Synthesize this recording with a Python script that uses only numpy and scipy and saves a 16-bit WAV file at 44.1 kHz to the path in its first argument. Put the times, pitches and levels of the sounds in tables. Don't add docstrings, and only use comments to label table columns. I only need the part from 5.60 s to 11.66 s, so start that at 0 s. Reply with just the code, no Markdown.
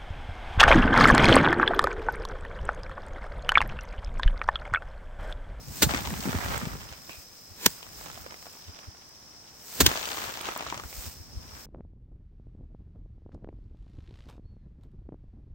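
import sys
import numpy as np
from scipy import signal
from scipy.fft import rfft, irfft, next_fast_len
from scipy.io import wavfile
from scipy.ndimage import uniform_filter1d

SR = 44100
rng = np.random.default_rng(int(sys.argv[2]) if len(sys.argv) > 2 else 0)


def to_wav(s):
    ch = np.atleast_2d(s).T
    pcm = np.round(np.clip(ch, -1, 1) * 32767)
    wavfile.write(sys.argv[1], SR, pcm.astype(np.int16))


N = 267113
T = np.arange(N) / SR


def amp(db):
    return 10 ** (np.asarray(db) / 20)


def read(points, hz):
    f, value = np.transpose(points)
    return np.interp(np.log(hz + 1), np.log(f + 1), value)


def panned(db):
    gains = amp(np.array([db, -db]) / 2).reshape(2, -1)
    return gains / np.sqrt(np.mean(gains ** 2, 0))


def drift(per_s):
    knots = rng.standard_normal(4000)
    return 1.22 * np.interp(T * per_s, np.arange(len(knots)), knots)


def swell(s, length, db, rise_s, fall_s):
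    before, after = np.maximum(s - T, 0), np.maximum(T - s - length, 0)
    return (amp(db) * np.exp(-np.minimum(before / rise_s + after / fall_s, 20))) ** 2


def add(mix, s, sound):
    part = mix[:, max(round(s * SR), 0):][:, :sound.shape[1]]
    part += sound[:, :part.shape[1]]


def patter(n, per_s, spread_db, ring_s, bed):
    hits = rng.random(n) < per_s / SR
    sizes = amp(spread_db * np.minimum(rng.exponential(1, n), 3.5))
    power = signal.lfilter([1], [1, -np.exp(-1 / (ring_s * SR))], hits * sizes ** 2)
    return np.sqrt(bed + (1 - bed) * power / (power.mean() + 1e-12))


def crack_force(ring_s, tail=0, tail_s=.01):
    t = np.arange(3000) / SR - .01
    return (t >= 0) * (np.exp(-abs(t) / ring_s) + tail * np.exp(-abs(t) / tail_s))


# frequency in Hz, likeness from 0 to 1.
MIC_LIKENESS = [(200, .8), (1000, .5), (3000, .25), (9000, .35), (10000, .6), (10600, 1), (11800, 1),
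                (12500, .6), (13300, 1)]
# frequency in Hz, phase in radians.
MIC_PHASE = [(8000, 0), (9500, -1.1), (10500, -3.14), (12100, -3.14), (13200, -6.28)]
def excite(force, spectrum, lead_ms=0, pan_db=0, direct=0, treble_db=0, ring_hz=1000, ring_db=0,
           even=False):
    n = len(force)
    size = next_fast_len(n + 2048)
    hz = np.fft.rfftfreq(size, 1 / SR)
    noise = rfft(force * rng.standard_normal((2, n)), size)
    if even:
        noise *= np.sqrt(np.sum(force ** 2) / uniform_filter1d(abs(noise) ** 2, size=size // 80))
    left, other = noise
    same = read(MIC_LIKENESS, hz)
    same += (1 - same) * direct
    aimed = np.clip((9000 - hz) / 2000, 0, 1)
    right = same * left + np.sqrt(np.maximum(1 - same ** 2, 0)) * other
    right *= np.exp(-1j * (read(MIC_PHASE, hz) + 2 * np.pi * hz * aimed * lead_ms / 1000))
    ring = ring_db * np.exp(-(np.log((hz + 1) / ring_hz) / 0.19) ** 2)
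    treble = treble_db * np.clip(np.log2((hz + 1) / 1500), 0, 1)
    colour = amp(read(spectrum, hz) + ring + treble)
    colour /= np.sqrt(np.mean(colour ** 2))
    return irfft(np.array([left, right]) * colour * panned(pan_db * aimed), size)[:, :n]


# frequency in Hz, level in dB.
HUSH_TONE = [(25, -6), (60, -2), (150, 1.5), (400, -2.5), (900, -4.5), (1800, -10.5), (3200, -13.5),
             (7500, -13), (10000, -19), (15000, -57)]
def field_hush(level_db=-57.5):
    return amp(level_db) * excite(amp(.8 * drift(6)), HUSH_TONE)


# frequency in Hz, level in dB.
CHORUS_TONE = [(2000, -60), (3800, -22), (4200, -9), (4500, -17), (4680, -15), (4860, -2), (5200, 0),
               (5750, -1.5), (6050, -6), (6400, -14), (9000, -40)]
# start in seconds, length in seconds, pitch in Hz, level in dB.
NEAR_INSECTS = [(1.1, 2.2, 4990, -61), (1.1, 2.7, 5270, -62), (2.75, 0.96, 5790, -62.5),
                (5.602, 0.4, 5150, -64)]
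def insects(chorus_db=-54, width_hz=85, fade_s=0.16):
    flicker = amp(.5 * drift(8.6) + drift(60))
    out = amp(chorus_db) * excite(flicker, CHORUS_TONE, lead_ms=-0.083, direct=0.04)
    for s, length, hz, db in NEAR_INSECTS:
        note = [(hz - 2 * width_hz, -60), (hz - width_hz, -14), (hz, 0),
                (hz + width_hz, -14), (hz + 2 * width_hz, -60)]
        out += excite(np.sqrt(swell(s, length, db, fade_s, fade_s)), note, direct=0.15)
    return out


def clink(start_s=1.494, level_db=-45, hz=2450, ring_s=.35):
    out, t = np.zeros((2, N)), np.arange(SR // 3) / SR
    note = [(hz / 2, -45), (hz * 0.84, -16), (hz, 0), (hz * 1.08, -2), (hz * 1.2, -18), (hz * 2, -45)]
    add(out, start_s, excite(amp(level_db - 60 * t / ring_s), note, lead_ms=-0.32, direct=0.17))
    return out


def blow_puff(s, size, db):
    return s + 0.014 + 0.021 * size, db, 123.6 - 51 * size, 0.004 + 0.011 * size


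# frequency in Hz, level in dB.
WIND_TONE = [(20, -68), (45, 1.5), (70, 3), (120, -2), (250, -8.5), (450, -22), (1000, -21.5), (4000, -58)]
# start in seconds, length in seconds, level in dB.
WIND_GUSTS = [(0.202, 0.9, -42.5), (2.45, 0.15, -54), (4.46, 0.64, -61), (5.127, 0.81, -54.5)]
def wind(gain_db=3.0, calm_db=-68.5, wake_db=-50.5, big_wake_db=20):
    power = amp(calm_db) ** 2 + sum(swell(*gust, rise_s=0.19, fall_s=0.16) for gust in WIND_GUSTS)
    for s, size, *_, puff_db in BUNDLE_BLOWS:
        peak_s, _, _, half_s = blow_puff(s, size, puff_db)
        power += swell(peak_s, half_s, wake_db + big_wake_db * size, rise_s=half_s, fall_s=0.031)
    lumps = np.sqrt(power) * amp(gain_db + 2.3 * drift(35))
    return sum(excite(lumps, WIND_TONE) * panned(side_db) for side_db in (14, -14)) / np.sqrt(2)


# frequency in Hz, level in dB.
DULL_TONE = [(40, -39), (130, 2), (260, 3), (400, -4), (600, -11.5), (1000, -31), (3000, -71)]
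# time of the peak in seconds, level in dB, pitch in Hz, half length in seconds.
WIND_PUFFS = [(0.084, -31.5, 129.5, 0.011), (0.268, -16.5, 124, 0.0078), (.317, -23.5, 180, 0.0053),
              (.348, -23, 215, 0.0068), (.415, -29, 192, .007), (0.531, -24.5, 180, 0.01),
              (.598, -24.5, 180.6, 0.005), (.662, -21, 181, 0.0064), (.678, -22.5, 258, 0.0056),
              (.694, -20.5, 185, 0.0063), (0.748, -23.5, 232, .004), (.762, -20, 92, 0.017),
              (.79, -29, 200, 0.0032), (.848, -38, 90, 0.011), (.962, -27.5, 106, 0.02),
              (1.034, -22, 176, 0.007), (1.073, -21.5, 128, 0.0043), (1.157, -30, 170, 0.006),
              (1.322, -36, 78.9, 0.011), (1.499, -44, 238, .009), (1.585, -38.5, 69.4, 0.0099),
              (1.918, -38, 87, 0.01), (2.615, -41, 80.5, 0.023), (3.093, -34, 87, .015),
              (3.286, -31.5, 85, 0.0086), (5.259, -30, 64.5, 0.01), (5.39, -30, 56.5, 0.015),
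              (5.478, -29, 82, 0.012), (5.611, -32.5, 85, 0.011), (5.776, -24.5, 57.5, 0.011)]
def air_puffs(gain_db=-3.5, eddy_db=-13, skew_radians=0.62, slowing=0.39):
    out = np.zeros((2, N))
    pushed = [blow_puff(s, size, db) for s, size, *_, db in BUNDLE_BLOWS]
    for s, db, hz, half_s in WIND_PUFFS + pushed:
        t = np.arange(-3 * half_s, 3 * half_s, 1 / SR)
        bump = amp(db + gain_db) / np.cosh(np.pi / 2 * t / half_s)
        speed = hz / 130
        sag = slowing * np.clip(speed - 1, 0, 1)
        turns = hz * (t - 2 * sag * half_s * np.log(np.cosh(t / half_s)))
        swing = -np.cos(2 * np.pi * turns + skew_radians * np.array([[1], [-1]]))
        churn = amp(eddy_db) * speed ** 1.96 * excite(bump, DULL_TONE)
        add(out, s - 3 * half_s, bump * swing * panned(1.0) + churn)
    return out


# frequency in Hz, level in dB.
STRAW_TONE = [(100, -4), (400, 4), (1000, 1.5), (2500, 2), (3300, 0), (4000, 3), (4700, 5), (5500, 6),
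              (7200, 5.5), (8100, 7), (9300, 1), (11500, 2.5), (14500, 4), (16000, 7)]
# start in seconds, length in seconds, level in dB.
BUNDLE_LIFTS = [(0.58, 0.36, -49.5), (1.51, 0.098, -55.5), (1.752, 0.17, -61.5), (2.38, 0.067, -52),
                (2.537, 0.086, -55), (2.787, 0.18, -58.5), (4.507, 0.14, -49.5), (4.896, 0.063, -58),
                (5.37, 0.097, -47), (5.985, .07, -56)]
def straw_rustle(gain_db=7.5, rest_db=-67.5, swing_db=-45):
    power = amp(rest_db) ** 2
    for s, size, *_ in BUNDLE_BLOWS:
        lead_s = 0.062 * size
        rise_s, settle_s = 0.039 * (1 + 1.3 * size), 0.065 * (1 + 8.2 * size)
        power += swell(s - lead_s, lead_s, swing_db, rise_s, settle_s)
    for s, length, db in BUNDLE_LIFTS:
        power += swell(s, length, db, rise_s=0.12, fall_s=0.009 + 0.71 * length)
    rubbing = patter(N, per_s=1800, spread_db=2.2, ring_s=.0006, bed=.35) * amp(0.43 * drift(130))
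    return amp(gain_db) * np.sqrt(power) * excite(rubbing, STRAW_TONE)


# start in seconds, length in seconds, level in dB,
# crackle above patter in dB, left above right in dB.
BUNDLE_SHAKES = [(0.708, 0.25, -38.5, -11.5, -3.5), (1.17, 0.16, -56.5, -1, -2.5),
                 (1.51, 0.038, -56, -1.5, -3.5), (2.422, 0.11, -57, 2.5, -16),
                 (2.63, 0.081, -57.5, -4.5, -21), (3.054, 0.18, -60, 0, -9), (3.888, 0.005, -61, -1, -9),
                 (4.464, 0.22, -42.5, -1.5, 4), (4.864, 0.057, -40.5, -1.5, -0.5),
                 (4.985, 0.13, -44.5, -5, 3), (5.451, 0.0062, -50.5, -0.5, -21), (5.906, 0.11, -56, -5, 6)]
def grain_spill(trickle_db=-69, flight_s=0.069, thrown_crisp_db=-2.5, thrown_side_db=4):
    falls = []
    for s, _, db, fade_s, *_ in BUNDLE_BLOWS:
        thrown = swell(s + flight_s, 0, db, rise_s=0.0052, fall_s=fade_s)
        falls.append((thrown, thrown_crisp_db, thrown_side_db))
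    for s, length, db, crisp_db, side_db in BUNDLE_SHAKES:
        linger_s = 0.49 * length
        shed = swell(s, length, db, rise_s=0.035 + linger_s, fall_s=0.016 + linger_s)
        falls.append((shed, crisp_db, side_db))
    soft = crisp = amp(trickle_db) ** 2
    for power, crisp_db, side_db in falls:
        placed = power * panned(side_db) ** 2
        soft = soft + placed
        crisp = crisp + placed * amp(crisp_db) ** 2
    return np.sqrt(soft), np.sqrt(crisp)


def shower(strength, spectrum, clump_db=1.6, **impacts):
    out = 0
    for side, level in zip((1, -1), strength / np.sqrt(2)):
        force = level * patter(N, **impacts) * amp(clump_db * drift(50))
        out += excite(force, spectrum, lead_ms=0.36 * side, pan_db=9 * side, direct=0.031)
    return out


# frequency in Hz, level in dB.
PATTER_TONE = [(60, -34), (250, -6), (500, -5), (900, 1), (1600, -0.5), (2300, -6), (3500, -12.5),
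               (6000, -16), (15000, -31)]
CRACKLE_TONE = [(300, -1.5), (1200, -3), (2500, 1.5), (3600, 6.5), (5000, -1), (6800, 2.5), (8500, -20),
                (10500, -11), (15000, -43)]
def falling_grain(soft_fall, crisp_fall, soft_db=1.8, crisp_db=1.5):
    soft = shower(soft_fall, PATTER_TONE, per_s=520, spread_db=3.5, ring_s=.0011, bed=.08)
    crisp = shower(crisp_fall, CRACKLE_TONE, per_s=380, spread_db=4.8, ring_s=.0005, bed=.05)
    return amp(soft_db) * soft + amp(crisp_db) * crisp


# frequency in Hz, level in dB.
TICK_TONE = [(2000, -25), (5000, -12), (8000, 7), (10000, 2), (13000, 0), (15500, 6.5)]
# time in seconds, level in dB.
NEAR_GRAINS = [(.502, -32), (.979, -26), (3.492, -43), (4.722, -35), (4.814, -31), (4.976, -29)]
def grain_ticks(gain_db=6.0):
    out, force = np.zeros((2, N)), crack_force(ring_s=0.00088)
    for s, db in NEAR_GRAINS:
        add(out, s - .01, amp(db + gain_db) * excite(force, TICK_TONE, direct=.6))
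    return out


# frequency in Hz, level in dB.
SNAP_TONE = [(100, -13), (300, -4), (550, -2), (1000, -0.5), (1600, -5), (2500, -5), (4000, -10.5),
             (7000, -13), (9000, -23), (15000, -60)]
# time in seconds, level in dB, treble boost in dB, ringing pitch in Hz.
LOUD_SNAPS = [(0.293, -24.5, -22, 760), (0.32, -29, 1, 580), (0.337, -21.5, -6, 2210),
              (0.346, -20.5, 0, 1980), (0.36, -27, -5, 2050), (0.378, -25, -2, 2230),
              (0.392, -32, -11, 1910), (0.451, -26.5, -3, 850), (0.472, -24.5, 2.5, 880),
              (0.539, -30, 1, 907), (0.605, -30, 21, 5450), (0.655, -29, -4, 2210),
              (0.729, -25.5, -4, 1440), (0.751, -26.5, -1, 1910), (0.786, -26, -7, 1710),
              (0.825, -29, -18, 1980), (0.843, -49, 0, 1360), (0.877, -33, 2, 1260), (0.908, -32, -8, 1310),
              (0.945, -28, -1, 2210), (0.961, -30.0, 3, 1090), (1.014, -28.5, -5, 1230),
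              (1.054, -30.5, 3, 500), (1.122, -38, 0.5, 1910), (1.215, -37.5, 3, 3090),
              (1.325, -37.5, 2, 870), (1.494, -33.5, -3, 2300), (2.228, -34.5, 4, 3000),
              (2.386, -43, -8, 500), (2.411, -37, -9, 4160), (2.46, -33, -4, 500), (2.483, -38, 0, 726),
              (2.5, -33.5, -4, 1430), (2.53, -42, -2, 1050), (2.543, -50, 9, 3860), (2.576, -37.0, -4, 700),
              (2.663, -33, -9, 496), (2.708, -37, 1, 1980), (2.722, -34.5, -8, 940),
              (2.742, -36.5, -2, 2130), (2.825, -40.5, 1, 786), (2.856, -39, 1, 1230),
              (2.867, -38, -5, 714), (4.314, -22.5, -2, 2430), (4.355, -22.5, -12, 1340),
              (4.373, -23.5, 8, 660), (4.429, -31, 19, 2960), (4.455, -26.0, 21, 1310),
              (4.488, -27, 8, 1450), (4.516, -27.0, 14, 554), (4.53, -29.5, 4, 4200),
              (4.581, -27.5, -6, 2130), (4.604, -36, 1, 1470), (4.64, -28.5, 6, 500),
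              (4.739, -31, 10, 1430), (4.772, -28, 2, 766), (4.81, -28.5, -1, 3370), (4.87, -31, -2, 806),
              (4.886, -28, -4, 1580), (4.962, -24.5, -9, 1010), (4.994, -30.5, 3, 2980),
              (5.007, -29.5, -1, 2380), (5.024, -28.5, -1, 770), (5.065, -28, -5, 1210),
              (5.081, -41, 1, 3090), (5.124, -22, -13, 980), (5.143, -29, 3, 1200), (5.176, -29, 0, 6530),
              (5.197, -28.5, -2, 1160), (5.236, -33.5, -5, 1470), (5.327, -36, 0, 2230)]
def stalk_snaps(fall, gain_db=0.62, small_per_s=29, small_hz=1330, spread_octaves=0.76):
    out, force = np.zeros((2, N)), crack_force(ring_s=0.0015, tail=0.17, tail_s=0.016)
    usual_db = 20 * np.log10(fall.mean(0)) + 6
    spill_side = np.tanh(2 * np.log(fall[0] / fall[1]))
    starts = np.flatnonzero(rng.random(N) < small_per_s / SR)
    small = [(T[i], usual_db[i] + 6 * loud, 4 * bright, small_hz * 2 ** (spread_octaves * high))
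             for i, (loud, bright, high) in zip(starts, rng.standard_normal((len(starts), 3)))]
    for s, db, treble_db, hz in LOUD_SNAPS + small:
        side = spill_side[round(s * SR)]
        crack = excite(force, SNAP_TONE, lead_ms=0.31 * side, pan_db=2.5 * side, direct=0.2,
                       treble_db=treble_db, ring_hz=hz, ring_db=6.5, even=True)
        add(out, s - 0.0095, amp(db + gain_db) * crack)
    return out


def pile_thud(t, size, db, hz, lag_s=0.0038, press_s=0.0015, sag_s=0.018, knock_db=-8.0):
    age = np.maximum(t - lag_s, 0)
    pressed = age / (press_s * (1 + size))
    push = amp(db) * pressed * np.exp(1 - pressed)
    turns = hz * sag_s * np.log1p(age / sag_s)
    knock = amp(knock_db) * excite(push, DULL_TONE, direct=0.5, even=True)
    return push * np.sin(2 * np.pi * turns) + knock


def stalk_force(t, rise_s, landing_s, fall_s, rush_db=-25, rush_s=0.032, tail_db=-21, tail_s=0.012):
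    before, after = np.maximum(-t, 0), np.maximum(t - landing_s, 0)
    slap = np.exp(-before / rise_s - after / fall_s)
    shiver = np.where(t < 0, amp(rush_db), amp(tail_db)) * np.exp(-before / rush_s - after / tail_s)
    return np.hypot(slap, shiver) * patter(len(t), per_s=5800, spread_db=3.5, ring_s=0.00032, bed=0.57)


# frequency in Hz, level in dB.
BIG_TONE = [(100, -5), (260, 0.0), (560, -3.5), (830, -9.5), (1020, -4.5), (1180, -9), (1380, -3.5),
            (2400, -8.5), (3300, -5.5), (4300, -3.5), (5300, -10.5), (7000, -4.5), (9000, -11.9),
            (10500, -12.4), (12500, -11.2), (15000, -10.2)]
SMALL_TONE = [(100, -17), (340, -1.5), (500, -7), (660, -23), (830, -8), (1000, -4.5), (1280, -14),
              (1570, -.5), (1850, -6.5), (2400, -5.5), (3400, -1.5), (4400, -4), (5500, -1.5), (7000, -4.5),
              (9000, -12), (10500, -8.2), (12500, -10.8), (15000, -9.5)]
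# time in seconds, bundle size from 0 to 1, thrown grain level in dB, its fade in
# seconds, clatter level in dB, its rise, landing and fall times in seconds, thud level in dB, thud pitch
# in Hz, the left side's head start in milliseconds, boost of the crack in dB, air puff level in dB.
BUNDLE_BLOWS = [(0.2225, 0.87, -35.5, 0.15, -13, 0.0015, 0.01, 0.01, -28, 215, -0.045, -0.5, -22),
                (2.061, 0.07, -59, 0.95, -6, 0.00087, 0.0035, 0.0017, -13.5, 360, 0.11, -1.5, -27),
                (4.2051, 0.93, -34, 0.17, -10.5, 0.0017, 0.0057, 0.0077, -13.5, 309, -0.032, -2.5, -16.5),
                (4.2639, 0.08, -57, 0.13, -6, 0.001, 0.0019, 0.003, -21, 352, 0.11, 6, -16.5)]
def bundle_blows(crack_hz=3220, lead_in_s=.1):
    out = np.zeros((2, N))
    t = np.arange(SR // 3) / SR - lead_in_s
    frequencies = sorted(hz for hz, _ in BIG_TONE + SMALL_TONE)
    for s, size, _, _, db, rise, landing, fall, thud_db, thud_hz, lead_ms, crack_db, _ in BUNDLE_BLOWS:
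        force = stalk_force(t, rise, landing, fall)
        tone = [(hz, size * read(BIG_TONE, hz) + (1 - size) * read(SMALL_TONE, hz)) for hz in frequencies]
        clatter = excite(force, tone, lead_ms, pan_db=-1.0, direct=0.49,
                         ring_hz=crack_hz, ring_db=crack_db, even=True)
        add(out, s - lead_in_s, amp(db) * clatter + pile_thud(t, size, thud_db, thud_hz))
    return out


def scene():
    soft_fall, crisp_fall = grain_spill()
    threshing = bundle_blows() + falling_grain(soft_fall, crisp_fall) + straw_rustle() + grain_ticks()
    around = clink() + wind() + air_puffs() + field_hush() + insects()
    return threshing + stalk_snaps(soft_fall) + around


def record(dry, ceiling=.95, top_hz=15950):
    rounded = np.tanh(dry / ceiling) * ceiling
    low_pass = signal.firwin(401, top_hz, window=("kaiser", 8), fs=SR)
    return signal.oaconvolve(rounded, low_pass[None], "same")


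dry = scene()
out = record(dry)
to_wav(out)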